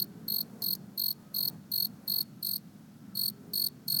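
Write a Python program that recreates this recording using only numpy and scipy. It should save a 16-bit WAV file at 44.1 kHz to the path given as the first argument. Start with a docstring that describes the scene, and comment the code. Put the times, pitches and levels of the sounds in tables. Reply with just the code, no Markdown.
"""Night: distant traffic rumbles and the air hisses throughout; close by, a field cricket is mid-chirp.
Each chirp is six or seven wing strokes: the scraper catches, rasps over the file and lets go, the wing
rings with a falling tone and overtones, then squeaks as it reopens. A far engine swells near 0.4 s.
From 0.6 s the scraper snags now and then; from about 1.3 s a faint far whine comes and goes.
The cricket rests from 2.6 s to 3.1 s, then chirps three more times as the engine swells again."""
import sys
import numpy as np
from scipy import signal
from scipy.fft import rfft, irfft
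from scipy.io import wavfile

SR = 44100
rng = np.random.default_rng(int(sys.argv[2]) if len(sys.argv) > 2 else 0)


def wav_out(sig):
    """Save sig, one row per channel (or a flat mono array), as 16-bit PCM at SR to the path in sys.argv[1]."""
    wavfile.write(sys.argv[1], SR, np.round(np.clip(np.atleast_2d(sig).T, -1, 1) * 32767).astype(np.int16))


N = 176400
T = np.arange(N) / SR


def from_db(db):
    """Decibels to gain."""
    return 10 ** (np.asarray(db) / 20)


def unit_rms(x):
    """Scale to rms 1."""
    return x / np.sqrt(np.mean(x ** 2) + 1e-20)


def drift(rate_hz):
    """Smooth random wander, rms 1."""
    pole = np.exp(-2 * np.pi * rate_hz / SR)
    return unit_rms(signal.lfilter([1], [1, -2 * pole, pole * pole], rng.standard_normal(N + SR))[SR:])


def noise(spectrum):
    """Coloured noise, rms 1."""
    hz, db = np.transpose(spectrum)
    bins_hz = np.maximum(np.arange(N // 2 + 1) * SR / N, 1)
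    gain = from_db(np.interp(np.log(bins_hz), np.log(hz), db))
    return unit_rms(irfft(rfft(rng.standard_normal(N)) * gain, N))


def span(start_s, end_s):
    """Sample slice between two times."""
    return slice(*np.searchsorted(T, [start_s, end_s]))


def bell(centre_s, sigma_s, peak_db):
    """Gaussian envelope."""
    envelope = np.zeros(N)
    near = span(centre_s - 4 * sigma_s, centre_s + 4 * sigma_s)
    envelope[near] = from_db(peak_db) * np.exp(-.5 * ((T[near] - centre_s) / sigma_s) ** 2)
    return envelope


# Traffic spectra, low and mid: (frequency [Hz], relative density [dB])
RUMBLE_SPECTRUM = [(20, -33), (45, -40), (62, -27), (100, -10), (145, -1.5), (205, 1), (270, -8.5),
                   (350, -17.5), (600, -42.5), (1500, -29), (4000, -72)]
ROAD_SPECTRUM = [(100, -15), (250, 2.5), (400, -2), (520, -3.5), (750, -5.5), (1000, -11), (1400, -15),
                 (2000, -20), (3000, -34), (6000, -27)]
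# Traffic envelopes, low and mid: (time [s], level before trim [dB])
RUMBLE_ENVELOPE = [(0.0, -49), (0.03, -44.5), (0.08, -50), (0.28, -45.5), (0.33, -51), (0.88, -49),
                   (0.96, -54), (1.4, -52), (1.58, -46), (1.61, -52), (1.94, -47.5), (1.97, -51),
                   (3.03, -51), (3.12, -46.5), (3.19, -50.5), (3.92, -50), (3.94, -42), (4.0, -48)]
ROAD_ENVELOPE = [(0.0, -64.5), (0.5, -61), (0.63, -57), (0.66, -64), (1.18, -65.5), (1.22, -61),
                 (1.25, -66), (1.53, -58.5), (1.59, -67), (2.21, -60), (2.23, -68), (3.36, -67.5),
                 (3.46, -62), (3.54, -65), (3.71, -68), (3.98, -64), (3.99, -62), (4.0, -62)]
def traffic(rumble_trim_db=0.1, road_trim_db=3.5):
    """Distant traffic: low rumble and midrange, each swelling unevenly."""
    rumble_db = np.interp(T, *np.transpose(RUMBLE_ENVELOPE)) + rumble_trim_db
    road_db = np.interp(T, *np.transpose(ROAD_ENVELOPE)) + road_trim_db
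    return from_db(rumble_db) * noise(RUMBLE_SPECTRUM) + from_db(road_db) * noise(ROAD_SPECTRUM)


# Night air: (frequency [Hz], relative density [dB])
AIR_SPECTRUM = [(500, -5), (2500, 1), (5000, 1.3), (9000, -4), (17000, -1.5)]
def night_air(level_db=-67):
    """Even hiss."""
    return from_db(level_db) * noise(AIR_SPECTRUM)


# Chirps: (first stroke centre [s], strokes [count], level [dB], pitch [Hz], 2nd harmonic [dB],
# 3rd harmonic [dB], gap scale [ratio], late dip in each stroke [0-1])
CRICKET_CHIRPS = [(-.1036, 7, -25, 4367, -19, 1, 0.99, 0.16), (0.2869, 7, -26, 4346, -16.5, 1, 0.96, 0.08),
                  (0.6268, 6, -25, 4348, -16.5, 0, 1.016, 0.23),
                  (0.9825, 7, -25.5, 4353, -16, 0.5, 0.99, 0.05),
                  (1.3494, 7, -25.1, 4356, -18, -0.3, 1.014, 0.12), (1.723, 7, -24.5, 4360, -17, 0, 1, 0),
                  (2.0839, 7, -25, 4373, -17, -0.3, 0.98, 0), (2.433, 7, -26.0, 4358, -13, -1, 1.004, 0.76),
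                  (3.158, 7, -23.4, 4385, -12, -4, 0.98, 0.23), (3.5414, 7, -24, 4400, -11, -3, 0.98, 0),
                  (3.8861, 7, -23.5, 4380, -11.5, -2, 1.02, 0.05)]
def wing_strokes(base_gap_s=.0193, gap_growth_s=.00092, rise_hz=7.2, spread_db=.5):
    """Closing strokes slow down, strengthen and rise in pitch through a chirp."""
    first_stroke_db, restart_db, long_rest_s = -4, -5.5, .6
    previous_s = CRICKET_CHIRPS[0][0]
    for start_s, count, db, hz, second_db, third_db, gap_scale, dip in CRICKET_CHIRPS:
        warm_up_db = first_stroke_db + restart_db * (start_s - previous_s > long_rest_s)
        previous_s = start_s
        for k in range(count):
            centre_s = start_s + gap_scale * (k * base_gap_s + gap_growth_s * k * (k - 1) / 2)
            stroke_db = db + warm_up_db * np.exp(-k) + spread_db * rng.normal()
            stroke_hz = hz + rise_hz * (k - count / 2)
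            yield centre_s, k, k == count - 1, stroke_db, stroke_hz, second_db, third_db, dip


def stroke_arch(progress, peak_at, steepness, bite_at=.1, bite_width=.02):
    """The scraper bites suddenly; the level arches as progress runs from 0 to 1."""
    skew = np.log(.5) / np.log(peak_at)
    bite = .5 + .5 * np.tanh((progress - bite_at) / bite_width)
    return bite * np.abs(np.sin(np.pi * progress ** skew)) ** steepness


STROKE_S = 0.018
# Wing harmonics 1-3: (peak position in stroke [0-1], flank steepness [exponent], flutter [dB])
WING_HARMONICS = [(0.5, 1.79, 0.72), (0.46, 1.25, 1.5), (.40, 2.7, 0.1)]
def wing_tone(strokes):
    """The file's teeth drive the wing at a falling rate, unevenly at both ends of a stroke."""
    sag_hz, end_drop_hz, easing_per_stroke = 158, 927, 0.098
    tooth_jitter_hz, edge_jitter_hz = 4.2, 188
    dip_at, dip_width, fourth_db = 0.63, 0.13, -18.5
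    pitch_hz, envelopes = np.zeros(N), np.zeros((len(WING_HARMONICS), N))
    jitter = drift(rate_hz=900)
    for centre_s, k, _, db, hz, second_db, third_db, dip in strokes:
        near = span(centre_s - STROKE_S / 2, centre_s + STROKE_S / 2)
        progress = np.clip((T[near] - centre_s) / STROKE_S + .5, 0, 1)
        drop_hz = end_drop_hz * (1 - easing_per_stroke * k) * progress ** 7
        jitter_hz = tooth_jitter_hz + edge_jitter_hz * (1 - np.sin(np.pi * progress)) ** 2
        pitch_hz[near] = hz - sag_hz * (progress - .5) - drop_hz + jitter_hz * jitter[near]
        for n, harmonic_db in enumerate((0, second_db, third_db)):
            peak_at, steepness, _ = WING_HARMONICS[n]
            envelopes[n, near] = from_db(db + harmonic_db) * stroke_arch(progress, peak_at, steepness)
        envelopes[0, near] *= 1 - dip * np.exp(-((progress - dip_at) / dip_width) ** 2)
    phase = 2 * np.pi * np.cumsum(pitch_hz) / SR
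    tone = from_db(fourth_db) * envelopes[0] * np.sin(4 * phase)
    for n, (_, _, flutter_db) in enumerate(WING_HARMONICS):
        tone += envelopes[n] * from_db(flutter_db * drift(rate_hz=336)) * np.sin((n + 1) * phase)
    return tone


# File rasp and scraper tick: (frequency [Hz], relative density [dB])
RASP_SPECTRUM = [(2000, -18), (3000, -61), (3800, 4), (4800, -2.5), (5500, -9), (6300, -14), (7300, -28),
                 (8600, 1), (10000, -5.5), (11300, -11), (12500, 10.5), (14200, -3.5), (15500, 8),
                 (17500, -8.5)]
TICK_SPECTRUM = [(2000, -50), (3200, -45), (4600, 11.5), (5500, -6.5), (6300, 4), (7400, -11.5),
                 (9000, -7.5), (11000, 4), (13000, 6), (17500, -5.5)]
def wing_friction(strokes):
    """Wings squeak open; the scraper catches, rasps, lets go; after a chirp the wings rustle to rest."""
    open_lead_s, catch_lead_s, release_lag_s, settle_lag_s = 0.01058, 0.0057, 0.00545, .017
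    tick_sigma_s, catch_fade_db, release_growth_db = 0.00072, 1.7, 3.14
    squeak_hz, wander_hz, first_open_db = 13320, 450, -17
    spread_db, grit_db = 5, 4.5
    rasp, ticks, squeak = np.zeros((3, N))
    for centre_s, k, is_last, db, *_ in strokes:
        catch_db, release_db, open_db = db + rng.uniform(-spread_db, spread_db, 3)
        open_db += first_open_db * (k == 0)
        squeak += bell(centre_s - open_lead_s, sigma_s=0.0013, peak_db=open_db - 8.5)
        rasp += bell(centre_s - open_lead_s, sigma_s=0.0018, peak_db=open_db - 23)
        ticks += bell(centre_s - catch_lead_s, tick_sigma_s, catch_db - 13 - catch_fade_db * k)
        rasp += bell(centre_s, sigma_s=STROKE_S / 4, peak_db=db - 16)
        ticks += bell(centre_s + release_lag_s, tick_sigma_s, release_db - 28.5 + release_growth_db * k)
        if is_last:
            rasp += bell(centre_s + settle_lag_s, sigma_s=0.0026, peak_db=db - 17)
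    grit = unit_rms(from_db(grit_db * np.clip(drift(rate_hz=530), -2, 2)))
    squeak_phase = 2 * np.pi * np.cumsum(squeak_hz + wander_hz * drift(rate_hz=900)) / SR
    return rasp * grit * noise(RASP_SPECTRUM) + ticks * noise(TICK_SPECTRUM) + squeak * np.sin(squeak_phase)


def ground_echoes(source, scatter_db=-23, scatter_t60_s=0.085, tail_db=-32.5, tail_t60_s=0.45):
    """Quick scatter from ground and grass, then a faint dull tail."""
    t, echoes = T[:SR // 2], np.zeros(N)
    for db, t60_s in ((scatter_db, scatter_t60_s), (tail_db, tail_t60_s)):
        response = rng.standard_normal(len(t)) * from_db(-60 * t / t60_s)
        echoes += from_db(db) * signal.fftconvolve(source, response / np.linalg.norm(response))[:N]
    return signal.sosfilt(signal.butter(2, 8100, fs=SR, output="sos"), echoes)


# Engine swells: (centre [s], sigma [s], firing rate [Hz], rise [Hz/s], bend [Hz/s^2], level [dB])
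ENGINE_PASSES = [(0.421, 0.41, 56.35, 4.05, -38, -64.5), (3.549, 0.31, 51.87, 3, -34, -66.5)]
# Engine orders: (multiple of firing rate [ratio], relative level [dB])
ENGINE_HARMONICS = [(4, 7.5), (5, 2.5), (6, 1), (7, -3), (8, 2), (9, -5), (13, -12.5)]
def far_engine(fading_db=3):
    """Engine orders rise, fall back and fade unevenly with distance."""
    engine = np.zeros(N)
    for centre_s, sigma_s, hz, rise, bend, db in ENGINE_PASSES:
        swell = bell(centre_s, sigma_s, db)
        firing_hz = hz + rise * (T - centre_s) + bend * (T - centre_s) ** 2
        phase = 2 * np.pi * np.cumsum(firing_hz) / SR
        for order, order_db in ENGINE_HARMONICS:
            engine += swell * from_db(order_db + fading_db * drift(rate_hz=4.4)) * np.sin(order * phase)
    return engine


# Scraper snags: (time [s], level before trim [dB])
SCRAPER_SNAGS = [(0.621, -36.5), (0.6389, -30.5), (0.7514, -34), (0.9939, -35), (1.3608, -37),
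                 (1.3828, -36), (2.4648, -35), (3.1872, -46), (3.5341, -40.5), (3.5523, -43),
                 (3.8814, -31.5), (3.919, -36.5)]
def scraper_snaps(decay_s=0.0037, trim_db=0.5):
    """The scraper snags and snaps free."""
    envelope = np.zeros(N)
    for start_s, db in SCRAPER_SNAGS:
        near = span(start_s, start_s + 10 * decay_s)
        envelope[near] += from_db(db + trim_db) * np.exp(-(T[near] - start_s) / decay_s)
    return envelope * noise(TICK_SPECTRUM)


# Whine swells: (centre [s], sigma [s], pitch [Hz], glide [Hz/s], level [dB])
WHINE_SWELLS = [(1.3, 0.14, 1278, 401, -69), (2.376, 0.16, 1320, 0.5, -72), (3.257, .17, 1324, 1.5, -69)]
def far_whine():
    """A faint wavering tone, three times; the first glides up."""
    whine = np.zeros(N)
    wander_hz = 6.96 * drift(rate_hz=37)
    for centre_s, sigma_s, hz, glide, db in WHINE_SWELLS:
        pitch_hz = hz + glide * (T - centre_s) + wander_hz
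        whine += bell(centre_s, sigma_s, db) * np.sin(2 * np.pi * np.cumsum(pitch_hz) / SR)
    return whine


def scene(wing_cutoff_hz=3200):
    """The cricket close up, the night behind it; mono."""
    strokes = list(wing_strokes())
    wings = wing_tone(strokes) + wing_friction(strokes) + scraper_snaps()
    # Small wings radiate no bass.
    cricket = signal.sosfilt(signal.butter(6, wing_cutoff_hz, "high", fs=SR, output="sos"), wings)
    return (traffic() + night_air() + cricket + ground_echoes(cricket) + far_engine() + far_whine())[None]


def record(dry, cutoff_hz=17300):
    """Steep low-pass."""
    return signal.sosfilt(signal.ellip(10, .1, 70, cutoff_hz, fs=SR, output="sos"), dry)


dry = scene()
out = record(dry)
wav_out(out)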